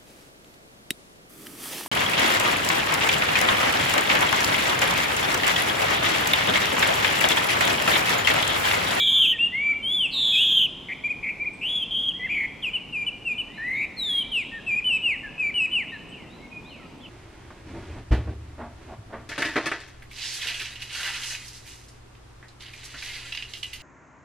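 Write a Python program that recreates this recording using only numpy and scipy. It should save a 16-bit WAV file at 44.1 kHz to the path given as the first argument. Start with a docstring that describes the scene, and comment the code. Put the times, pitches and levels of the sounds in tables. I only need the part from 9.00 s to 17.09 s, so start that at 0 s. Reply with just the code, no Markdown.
"""A thrush-like songbird on a bare branch ends its phrase with two long, falling buzzes: a gliding tone
with a fast warble in pitch and level. A neighbour carries on with quick whistles and burred notes.
Both voices have weak partials, coloured by the windpipe and lifted by an open beak. An earlier note
still rings in the trees at the start. Farther birds answer faintly, a few dry ticks sound, and trunks
scatter every note back as echoes and a diffuse tail. Underneath, a town hums far away."""
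import sys
import numpy as np
from scipy import signal
from scipy.fft import rfft, irfft, next_fast_len
from scipy.io import wavfile
from scipy.ndimage import uniform_filter1d, map_coordinates

SR = 44100
rng = np.random.default_rng(int(sys.argv[2]) if len(sys.argv) > 2 else 0)


def wrap_up_sound(samples):
    """Save the sound to the file named by the first command line argument, as 16-bit audio."""
    columns = np.atleast_2d(samples).T
    # keep every value between -1 and 1, then stretch to whole-number steps
    tamed = np.clip(columns, -1, 1)
    steps = np.round(tamed * 32767).astype(np.int16)
    wavfile.write(sys.argv[1], SR, steps)


N = 356769

# The perched bird's buzz contour: t before the end/s, f/Hz, level/dB
BUZZ_CONTOUR = [(.56, 4550, -49), (.532, 4050, -29), (.5, 3830, -25), (.422, 3600, -22), (.272, 3420, -20),
                (.172, 3365, -20.5), (.072, 3245, -19.5), (.018, 3125, -18.5), (0, 2500, -34)]
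# Its cues: end t/s, beak lift of the partials/dB
BUZZ_CUES = [(.342, 1.5), (1.671, 0.9)]
# Partials at the voice organ, per voice: multiple of the fundamental, relative level/dB
BUZZ_PARTIALS = [(.5, -40), (1.5, -43), (2, -25.5), (2.5, -52), (3, -36.5), (4, -41)]
WHISTLE_PARTIALS = [(1.5, -50.5), (2, -31.5), (2.5, -49), (3, -32.5), (3.5, -53), (4, -38.5), (5, -47.5),
                    (6, -52.5)]
BURR_PARTIALS = [(1.5, -44), (2, -29.5), (2.5, -45.5), (3, -32), (4, -41.5), (5, -40.5), (6, -42)]
# The windpipe's notched EQ on those partials, per voice: f/Hz, gain/dB
BUZZ_THROAT = [(1500, -6), (5500, -21.5), (7200, 0), (8500, -4), (10000, -3), (12000, 4), (13300, 6),
               (14300, -8.5), (15500, -30.5)]
WHISTLE_THROAT = [(1500, -1.5), (4500, 1), (5000, -4.5), (5700, -11), (6400, -16), (7000, 2), (8500, 2),
                  (10300, 0.5), (11300, -7), (12800, -3.5), (14200, -0.5), (15500, -31)]
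BURR_THROAT = [(1500, -5), (4500, -3), (6000, -9.5), (7000, 0), (8500, -1), (10300, 1), (11300, -4),
               (12500, 4.5), (13600, -1.5), (14500, -23)]

# Shapes of the neighbour's repeated whistles: share of length, pitch height 0-1, relative level/dB
ARCH = [(0, .62, -18), (.1, .68, -4), (.43, .99, -4), (.55, .97, -3), (.8, .56, 0), (.92, .24, -2),
        (1, 0, -30)]
DOUBLE = [(0, 0.56, -7), (.12, 0.76, 1), (.25, 0.816, 2), (.38, 0.85, 0.5), (.43, 0.36, -13),
          (.5, 0.031, -12), (.645, .92, -2.5), (.77, .99, 3), (.9, 0.67, -2.5), (1, .3, -15.5)]
CHIP = [(0, 1, -13), (.13, 0.96, -3.5), (.36, 1, -3.5), (.52, .85, 1), (.88, .38, -7), (1, 0, -26)]
SLIDE = [(0, 0.98, -15), (.04, 0.88, -12), (.12, .94, -5), (.28, .86, -0.5), (.46, .72, -1),
         (.84, .25, -11.5), (1, 0, -32)]
HELD = [(0, 1, -10.5), (.16, 1, -2), (.7, .85, 0.5), (.9, 0.053, -5.5), (1, 0.072, -14)]
DROOP = [(0, 1, -11), (.26, 0.83, 0), (.75, .33, -9), (1, 0.38, -11)]
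# Their cues: start t/s, length/s, high f/Hz, low f/Hz, level/dB, beak lift/dB
ARCH_CUES = [(0.059, .22, 3525, 2273, -20.5, 2), (0.827, .256, 3486, 2340, -21, 0.5)]
DOUBLE_CUES = [(2.037, .097, 2480, 2020, -27, -6.5), (2.398, .1, 2464, 1995, -27, -26)]
CHIP_CUES = [(3.733, 0.046, 3020, 2420, -23.5, -4.5), (4.064, 0.037, 2993, 2470, -23.5, -2),
             (4.38, .044, 3020, 2460, -25.5, -2.5)]
SLIDE_CUES = [(6.021, .146, 3004, 1657, -20, -3), (6.714, .132, 3127, 1615, -21, -4)]
HELD_CUES = [(0.324, 0.046, 1890, 1780, -35, -3.5), (5.514, 0.089, 1838, 1650, -37, -11)]
DROOP_CUES = [(6.23, .06, 1803, 1545, -34, -6), (6.918, 0.0564, 1895, 1603, -34, -3)]
# Whistles that step down: start t/s, length/s, hold before the drop/s, high f/Hz, low f/Hz,
# last f/Hz, closing downward flick/Hz, level/dB, beak lift/dB
STEP_CUES = [(3.925, 0.12, 0.0054, 2830, 2404, 2385, 150, -26.5, -3.5),
             (4.25, 0.095, 0.018, 2777, 2468, 2415, 150, -26, -2.5),
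             (5.664, .145, 0.0098, 2673, 2362, 2500, 703, -25.5, -3),
             (5.843, 0.14, 0.04, 3010, 2632, 2590, 450, -22, -0.5),
             (6.38, .132, .024, 2575, 2342, 2317, 546, -25.5, -4.5),
             (6.541, 0.13, .03, 2950, 2581, 2550, 448, -22.5, -1)]
# One-off whistles, a contour each: t/s, f/Hz, level/dB
SINGLE_CONTOURS = [
    [(.38, 2110, -42), (.392, 2670, -25), (.42, 2786, -20), (.47, 2840, -21), (.48, 2640, -29.5),
     (.488, 2529, -60)],
    [(.52, 1980, -44), (.532, 1990, -32), (.56, 2127, -26), (.644, 2338, -24.5), (.72, 2324, -20.5),
     (.74, 2140, -34)],
    [(1.322, 2480, -38), (1.342, 2610, -25), (1.357, 2410, -24), (1.373, 2603, -30), (1.386, 2540, -23.5),
     (1.41, 2930, -22), (1.438, 3000, -24), (1.45, 2500, -46)],
    [(1.5, 3500, -38), (1.56, 3283, -24), (1.59, 3043, -22.5), (1.615, 2724, -32), (1.63, 2200, -53)],
    [(3.19, 2070, -55), (3.197, 1984, -39), (3.222, 1980, -31.5), (3.258, 2128, -25.5), (3.28, 1600, -48)],
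    [(4.965, 4260, -52), (4.983, 4220, -36), (5.001, 3980, -30.5), (5.111, 3337, -25.5),
     (5.205, 3210, -24.5), (5.229, 3005, -28.5), (5.235, 2860, -41)],
    [(5.315, 3280, -33), (5.335, 3004, -27), (5.365, 2756, -22), (5.419, 2290, -31), (5.439, 1970, -46.5)],
]
# Beak opening for each one-off: lift/dB
SINGLE_BEAKS = [-7.5, -10, 5, -0.5, -19, 3.5, 2.5]
# The neighbour's burred notes, a contour each: t/s, f/Hz, level/dB
BURR_CONTOURS = [
    [(1.885, 2181, -35), (1.907, 2087, -29.5), (1.937, 2326, -28.5)],
    [(2.228, 2326, -33.5), (2.244, 2310, -29), (2.262, 2269, -30), (2.304, 2370, -25), (2.32, 2320, -37.5)],
    [(2.612, 2533, -34.5), (2.642, 2716, -26), (2.692, 3306, -28), (2.764, 3415, -27), (2.796, 3327, -28),
     (2.842, 3070, -26.5)],
    [(2.908, 3293, -31), (2.95, 3166, -24.5), (3.024, 3284, -27), (3.064, 3270, -30), (3.09, 3249, -21),
     (3.104, 3066, -28), (3.121, 2730, -33.5)],
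    [(3.29, 2144, -34), (3.306, 2376, -27.5), (3.332, 2422, -25), (3.376, 2250, -24.5),
     (3.422, 2162, -27.5), (3.462, 2180, -29.5)],
    [(3.62, 3644, -51), (3.628, 3290, -32), (3.646, 2820, -24), (3.668, 2510, -28.5), (3.69, 2445, -28.5),
     (3.706, 2200, -42)],
    [(4.575, 1800, -40), (4.601, 1749, -35.5), (4.643, 1931, -30), (4.745, 2130, -27.5),
     (4.845, 2398, -25.5), (4.855, 2366, -30.5)],
]
# The warble on each: first depth/Hz, last depth/Hz, rate/Hz, beak lift/dB
BURR_WARBLES = [(150, 180, 170, -6.5), (171, 180, 156, -9.5), (210, 30, 200, -2.5), (150, 47, 165, -5),
                (80, 170, 150, -6.5), (91, 25, 170, -1.5), (15, 196, 138, -4.5)]

# Row one is the fading ring in the trees of a note sung just before the start; the rest are far birds'
# bent glides: start t/s, length/s, first f/Hz, middle f/Hz, last f/Hz, first level/dB, last level/dB
RING_AND_GLIDES = [(0, 0.16, 2320, 2400, 2390, -31, -64), (0.107, 0.095, 1050, 1080, 1053, -53, -56.5),
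                   (0.158, 0.089, 1386, 1300, 1355, -59, -55), (0.628, .05, 1093, 1096, 1070, -60, -53),
                   (0.683, 0.062, 1360, 1346, 1310, -55, -57), (1.147, 0.042, 1075, 1080, 1100, -51, -60),
                   (1.44, 0.31, 5780, 5700, 4800, -61, -75), (2.628, 0.24, 1784, 2375, 2760, -66, -41),
                   (3.13, .23, 1757, 2580, 3050, -58, -42), (4.308, 0.041, 3390, 3600, 3600, -60, -62),
                   (4.479, 0.2, 1820, 2200, 2670, -57, -47), (4.658, 0.13, 3930, 3950, 4100, -60, -64),
                   (4.749, 0.1, 3630, 3850, 3850, -49.5, -61), (5.055, 0.049, 1850, 1750, 1680, -57, -56),
                   (5.11, 0.16, 1800, 2300, 2345, -53, -42.5), (5.922, 0.085, 3410, 3780, 3450, -59, -62),
                   (5.935, 0.047, 3950, 3950, 3500, -63, -64), (6.01, .09, 2730, 2230, 1880, -56, -54),
                   (6.337, 0.053, 2540, 2520, 2570, -49, -43), (6.59, 0.084, 4107, 3900, 3860, -69, -67),
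                   (6.595, 0.089, 2410, 2100, 1750, -53, -57),
                   (7.119, 0.14, 3134, 2260, 1880, -44.5, -57.5),
                   (7.386, 0.077, 2075, 2180, 2174, -57, -50.5), (7.514, .07, 2492, 2482, 2450, -44, -42),
                   (7.704, 0.14, 3110, 2290, 1800, -45, -58), (7.792, 0.12, 1338, 1288, 1300, -59, -61.5),
                   (7.848, .07, 4830, 4760, 4600, -69, -70), (8.001, 0.034, 3170, 3500, 3300, -55, -53),
                   (8.034, 0.037, 3110, 3070, 2500, -44.5, -47)]
# A far zigzag chip and a rising call that tips over: share of length, pitch height 0-1, relative level/dB
ZIP = [(0, 1, -8), (.3, 0, -3), (.63, .85, -3.5), (1, 0.14, -9.5)]
HOOK = [(0, 0, -7), (.5, .7, 3), (.72, 0.93, 2), (.82, .97, -1), (1, 0.14, -23)]
# Their cues: start t/s, length/s, high f/Hz, low f/Hz, level/dB, beak lift/dB
ZIP_CUES = [(2.533, .023, 9100, 7500, -54, 0), (7.088, .026, 9000, 7200, -58, 0)]
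HOOK_CUES = [(4.51, .095, 4130, 3450, -62, 0), (6.885, 0.087, 4140, 3380, -59.5, 0),
             (7.285, 0.1, 4090, 3520, -60, 0), (7.635, 0.089, 4240, 3280, -57, 0)]
# Small dry ticks: t/s, peak level/dB, f/Hz
TICKS = [(3.192, -50, 5500), (3.523, -58, 8600), (3.539, -61, 8200)]

# Send EQ to the trees; the beak beams the top treble forward, so little reaches them: f/Hz, gain/dB
TREE_SEND_EQ = [(3300, -1), (4200, -2), (5500, -1), (9000, -2), (14000, -24)]
# Single echoes off near trunks: delay/s, level/dB
TRUNK_ECHOES = [(.011, -22), (.024, -14), (.058, -17.5), (.09, -22.5), (.125, -30.5)]
# Reverb time of the wood: f/Hz, T60/s
WOOD_DECAY = [(1500, 1.66), (3000, 1.54), (5000, 2.2), (10000, 0.67)]
# Spectrum of the town's hum: f/Hz, relative density/dB
TOWN_SPECTRUM = [(12, -59), (30, 0), (54, -5.5), (118, -4), (249, -1.5), (420, -8.5), (600, -12),
                 (1050, -14), (1200, -18), (1670, -22.5), (2500, -18), (4000, -27.5), (8000, -35.5),
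                 (13000, -45.5), (15700, -69.5)]
# Stereo width of the hum: f/Hz, left-right correlation
TOWN_CORRELATION = [(30, .998), (60, .985), (125, .935), (250, .76), (500, .68), (1000, .7), (4000, .3),
                    (12000, .35)]


def perched_buzzes():
    """The lead bird's falling buzz: its warble gets shallower and a little slower as the pitch sinks."""
    notes = []
    for end, beak_db in BUZZ_CUES:
        contour = []
        for before, hz, db in sorted(BUZZ_CONTOUR, reverse=True):
            depth_hz = min(0.17 * (hz - 2070), 300)
            rate_hz = 102 + 4.9 * hz / 1000
            contour.append((end - before, hz, db, depth_hz, rate_hz))
        notes.append((contour, beak_db))
    return sing(notes, BUZZ_PARTIALS, BUZZ_THROAT, jitter_hz=22, shimmer_db=-0.7, rasp_db=1.24,
                peaked=0.35, skew=0.63, db_per_100hz=-1, uneven=.045)


def sing(notes, partials=(), throat=(), *, jitter_hz, shimmer_db, rasp_db=0,
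         peaked=0, skew=0, db_per_100hz=0, uneven=0):
    """The voice organ: a gliding sine with weak partials; a warble swings pitch and level together."""
    out = np.zeros(N + SR)
    for contour, beak_db in notes:
        times, hz, db, *warble = np.transpose(contour)
        start = max(round(times[0] * SR), 0)
        t = np.arange(start, round(times[-1] * SR)) / SR
        n = len(t)
        # Muscles round every corner of the glide.
        glide = uniform_filter1d(np.interp(t, times, hz), size=SR // 120, mode="nearest")
        envelope_db = np.interp(t, times, db)
        level_db = envelope_db + shimmer_db * wobble(120, n) + rasp_db * wobble(900, n)
        pitch = glide + jitter_hz * wobble(259.4, n)
        if warble:
            depth_hz, rate_hz = (np.interp(t, times, column) for column in warble)
            rate_hz *= 1 + uneven * wobble(59.86, n)
            turn = 2 * np.pi * (np.cumsum(rate_hz) / SR + rng.random())
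            depth_hz *= 1 + 2 * uneven * wobble(90, n)  # no two warbles alike
            swing = depth_hz * (np.cos(turn) + peaked * np.cos(2 * turn + skew))  # sharp tops
            pitch += swing
            level_db += db_per_100hz * swing / 100
        phase = 2 * np.pi * np.cumsum(pitch) / SR
        # High notes alternate strong and weak cycles, which raises the half-integer partials.
        half_db = np.clip((glide - 3100) * 0.043, -20, 8)
        effort_db = 0.13 * (envelope_db - db.max() + 7.5)  # softer singing is purer
        tone = np.sin(phase)
        for k, partial_db in partials:
            colour_db = along(throat, k * pitch) + beak_db + effort_db + half_db * (k % 1 > 0)
            flicker_db = 1.74 * wobble(300, n)
            tone += amp(partial_db + colour_db + flicker_db) * (k * pitch < SR / 2) * np.sin(k * phase)
        fade = np.clip(np.minimum(t - times[0] + (start == 0), times[-1] - t) / 0.0017, 0, 1)
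        out[start:start + n] += np.sqrt(2) * amp(level_db) * fade * tone
    return out[:N]


def neighbour_whistles():
    """The second bird's clear notes, with no warble: steps, repeated shapes and one-offs."""
    notes = [step_note(*cue) for cue in STEP_CUES]
    for shape, cues in [(ARCH, ARCH_CUES), (DOUBLE, DOUBLE_CUES), (CHIP, CHIP_CUES),
                        (SLIDE, SLIDE_CUES), (HELD, HELD_CUES), (DROOP, DROOP_CUES)]:
        notes += stretched(shape, cues)
    notes += zip(SINGLE_CONTOURS, SINGLE_BEAKS)
    return sing(notes, WHISTLE_PARTIALS, WHISTLE_THROAT, jitter_hz=13.2, shimmer_db=1.35, rasp_db=0.35)


def step_note(start, length, hold, high, low, last, flick_hz, db, beak_db):
    """A whistle that holds, drops to a lower pitch and flicks down as it dies."""
    attack_s, flick_s, drop_s = 0.022, 0.0136, 0.32 * length
    drop_at, end = start + hold, start + length
    pitch = [(start, high), (drop_at, high), (drop_at + drop_s, low),
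             (end - flick_s, last), (end, last - flick_hz)]
    level = [(start, db - 10), (start + attack_s, db), (end - flick_s, db), (end, db - 23.5)]
    return merged(pitch, level), beak_db


def neighbour_burrs():
    """The second bird's rough notes: a very fast warble whose depth grows or dies exponentially."""
    notes = []
    for points, (first_depth, last_depth, rate_hz, beak_db) in zip(BURR_CONTOURS, BURR_WARBLES):
        times, hz, db = np.transpose(points)
        progress = (times - times[0]) / (times[-1] - times[0])
        depth_hz = first_depth * (last_depth / first_depth) ** progress
        notes.append(([(*point, rate_hz) for point in zip(times, hz, db, depth_hz)], beak_db))
    return sing(notes, BURR_PARTIALS, BURR_THROAT, jitter_hz=27.7, shimmer_db=1.5, rasp_db=0.5,
                peaked=0.073, db_per_100hz=-0.5, uneven=.14)


def ring_and_far_birds(fade_s=0.0076, fade_db=-4):
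    """Plain tones: an earlier note's fading ring in the trees, then far birds' glides, chips and hooks."""
    notes = []
    for start, length, first_hz, middle_hz, last_hz, first_db, last_db in RING_AND_GLIDES:
        end = start + length
        pitch = [(start, first_hz), (start + length / 2, middle_hz), (end, last_hz)]
        level = [(start, first_db + fade_db), (start + fade_s, first_db),
                 (end - fade_s, last_db), (end, last_db + fade_db)]
        notes.append((merged(pitch, level), 0))
    notes += stretched(ZIP, ZIP_CUES) + stretched(HOOK, HOOK_CUES)
    return sing(notes, jitter_hz=24, shimmer_db=2.5)


def ticks(t60_s=.005):
    """Tiny dry clicks: a high ping with a little noise, damped at once."""
    t = np.arange(SR // 50) / SR
    out = np.zeros(N)
    for start, db, hz in TICKS:
        ping = np.sin(2 * np.pi * hz * t) + .25 * rng.standard_normal(len(t))
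        out[round(start * SR):][:len(t)] += amp(db - 60 * t / t60_s) * ping
    return out


def trunk_echoes(send):
    """Slapback: a few near trunks each return one copy, from alternate sides."""
    return sum(amp(db) * pan(1.5 * (-1) ** k) * np.pad(send, (round(delay * SR), 0))[:N]
               for k, (delay, db) in enumerate(TRUNK_ECHOES))


def wood_reverb(send, correlation=0.96, onset_s=0.0043):
    """The wood's diffuse answer: decaying noise, with a new tail for every third of a second."""
    out, hop = np.zeros((2, N + 3 * SR)), SR // 3
    crossfade = np.hanning(2 * hop + 1)[:-1]
    send = np.pad(send, (hop, 2 * hop))
    width = np.arccos(correlation) / 2
    for at in range(0, N + hop, hop):
        hz, t, noise = signal.stft(rng.standard_normal((2, 3 * SR // 4)), SR, nperseg=256)
        decay_db = -60 * t / along(WOOD_DECAY, hz)[:, None]
        early_db = 2.77 * (t < .165)  # the ring of near trees answers more strongly
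        envelope = amp(decay_db + early_db) * (1 - np.exp(-t / onset_s))
        mid, side = signal.istft(noise * envelope, SR, nperseg=256)[1]
        tail = left_right(np.cos(width) * mid, np.sin(width) * side) / np.linalg.norm(mid)
        wet = signal.fftconvolve((send[at:at + 2 * hop] * crossfade)[None], tail, axes=1)
        out[:, at:at + wet.shape[1]] += wet
    return out[:, hop:hop + N]


def town_hum(level_db=-45):
    """The bed of distant traffic and air: steady noise, slightly patchy, near mono in the bass."""
    def mid_side_eq(hz):
        width = np.arccos(along(TOWN_CORRELATION, hz)) / 2
        return amp(along(TOWN_SPECTRUM, hz)) * [np.cos(width), np.sin(width)]

    noise = signal.stft(rng.standard_normal((2, N)), nperseg=512)[2]
    patches = uniform_filter1d(rng.standard_normal(noise.shape[1:]), size=6, axis=0)  # across frequency
    patches = uniform_filter1d(patches, size=14, axis=1)  # across time
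    patchy = signal.istft(noise * amp(0.5 * unit(patches)), nperseg=512)[1][:, :N]
    hum = unit(left_right(*filtered(patchy, mid_side_eq)))
    return amp(level_db + 0.062 * wobble(0.99, N)) * hum


def stretched(shape, cues):
    """One note per cue: the shape stretched to its length and pitch range."""
    return [([(start + share * length, low + height * (high - low), db + relative_db)
              for share, height, relative_db in shape], beak_db)
            for start, length, high, low, db, beak_db in cues]


def merged(pitch, level):
    """Pitch and level breakpoints as one contour: t/s, f/Hz, level/dB."""
    times = np.unique([point[0] for point in pitch + level])
    hz, db = (np.interp(times, *np.transpose(curve)) for curve in (pitch, level))
    return np.transpose([times, hz, db])


def amp(db):
    """Decibels to gain."""
    return 10 ** (np.asarray(db) / 20)


def pan(left_db):
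    """Stereo gains: left up and right down by this much."""
    return amp([[left_db], [-left_db]])


def left_right(mid, side):
    """Mid and side to stereo."""
    return np.array([mid + side, mid - side])


def unit(x):
    """Scaled to rms 1."""
    return x / np.sqrt(np.mean(x ** 2) + 1e-20)


def along(points, hz):
    """A breakpoint curve read on a log frequency axis."""
    freqs, values = np.transpose(points)
    return np.interp(np.log(np.abs(hz) + 1), np.log(freqs + 1), values)


def wobble(rate, size):
    """Smooth random modulation, rate knots a second."""
    knots = rng.standard_normal(int(size * rate / SR + 4))
    return map_coordinates(knots, [np.arange(size) * rate / SR])


def filtered(x, response):
    """x through a frequency response."""
    size = next_fast_len(N + SR // 2)
    return irfft(rfft(x, size) * response(np.fft.rfftfreq(size, 1 / SR)), size)[..., :N]


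def scene():
    """The perched bird is straight ahead, the neighbour a little left, the far birds fainter, wetter."""
    perched = perched_buzzes()
    neighbour = neighbour_whistles() + neighbour_burrs()
    faint = ring_and_far_birds()
    lead_s = np.array([[6e-6], [-6e-6]])  # the neighbour arrives on the left first
    left_first = filtered(neighbour, lambda hz: np.exp(2j * np.pi * hz * lead_s))
    direct = perched * pan(-.15) + left_first * pan(.55) + faint * pan(-.4)
    near_send = filtered(amp(-6.5) * perched + neighbour, lambda hz: amp(along(TREE_SEND_EQ, hz)))
    send = near_send + amp(5.5) * faint
    return direct + trunk_echoes(send) + amp(-11.5) * wood_reverb(send) + town_hum() + ticks()


def record(dry, top_hz=15700):
    """A brick-wall low-pass on the whole mix."""
    return filtered(dry, lambda hz: hz < top_hz)


dry = scene()
out = record(dry)
wrap_up_sound(out)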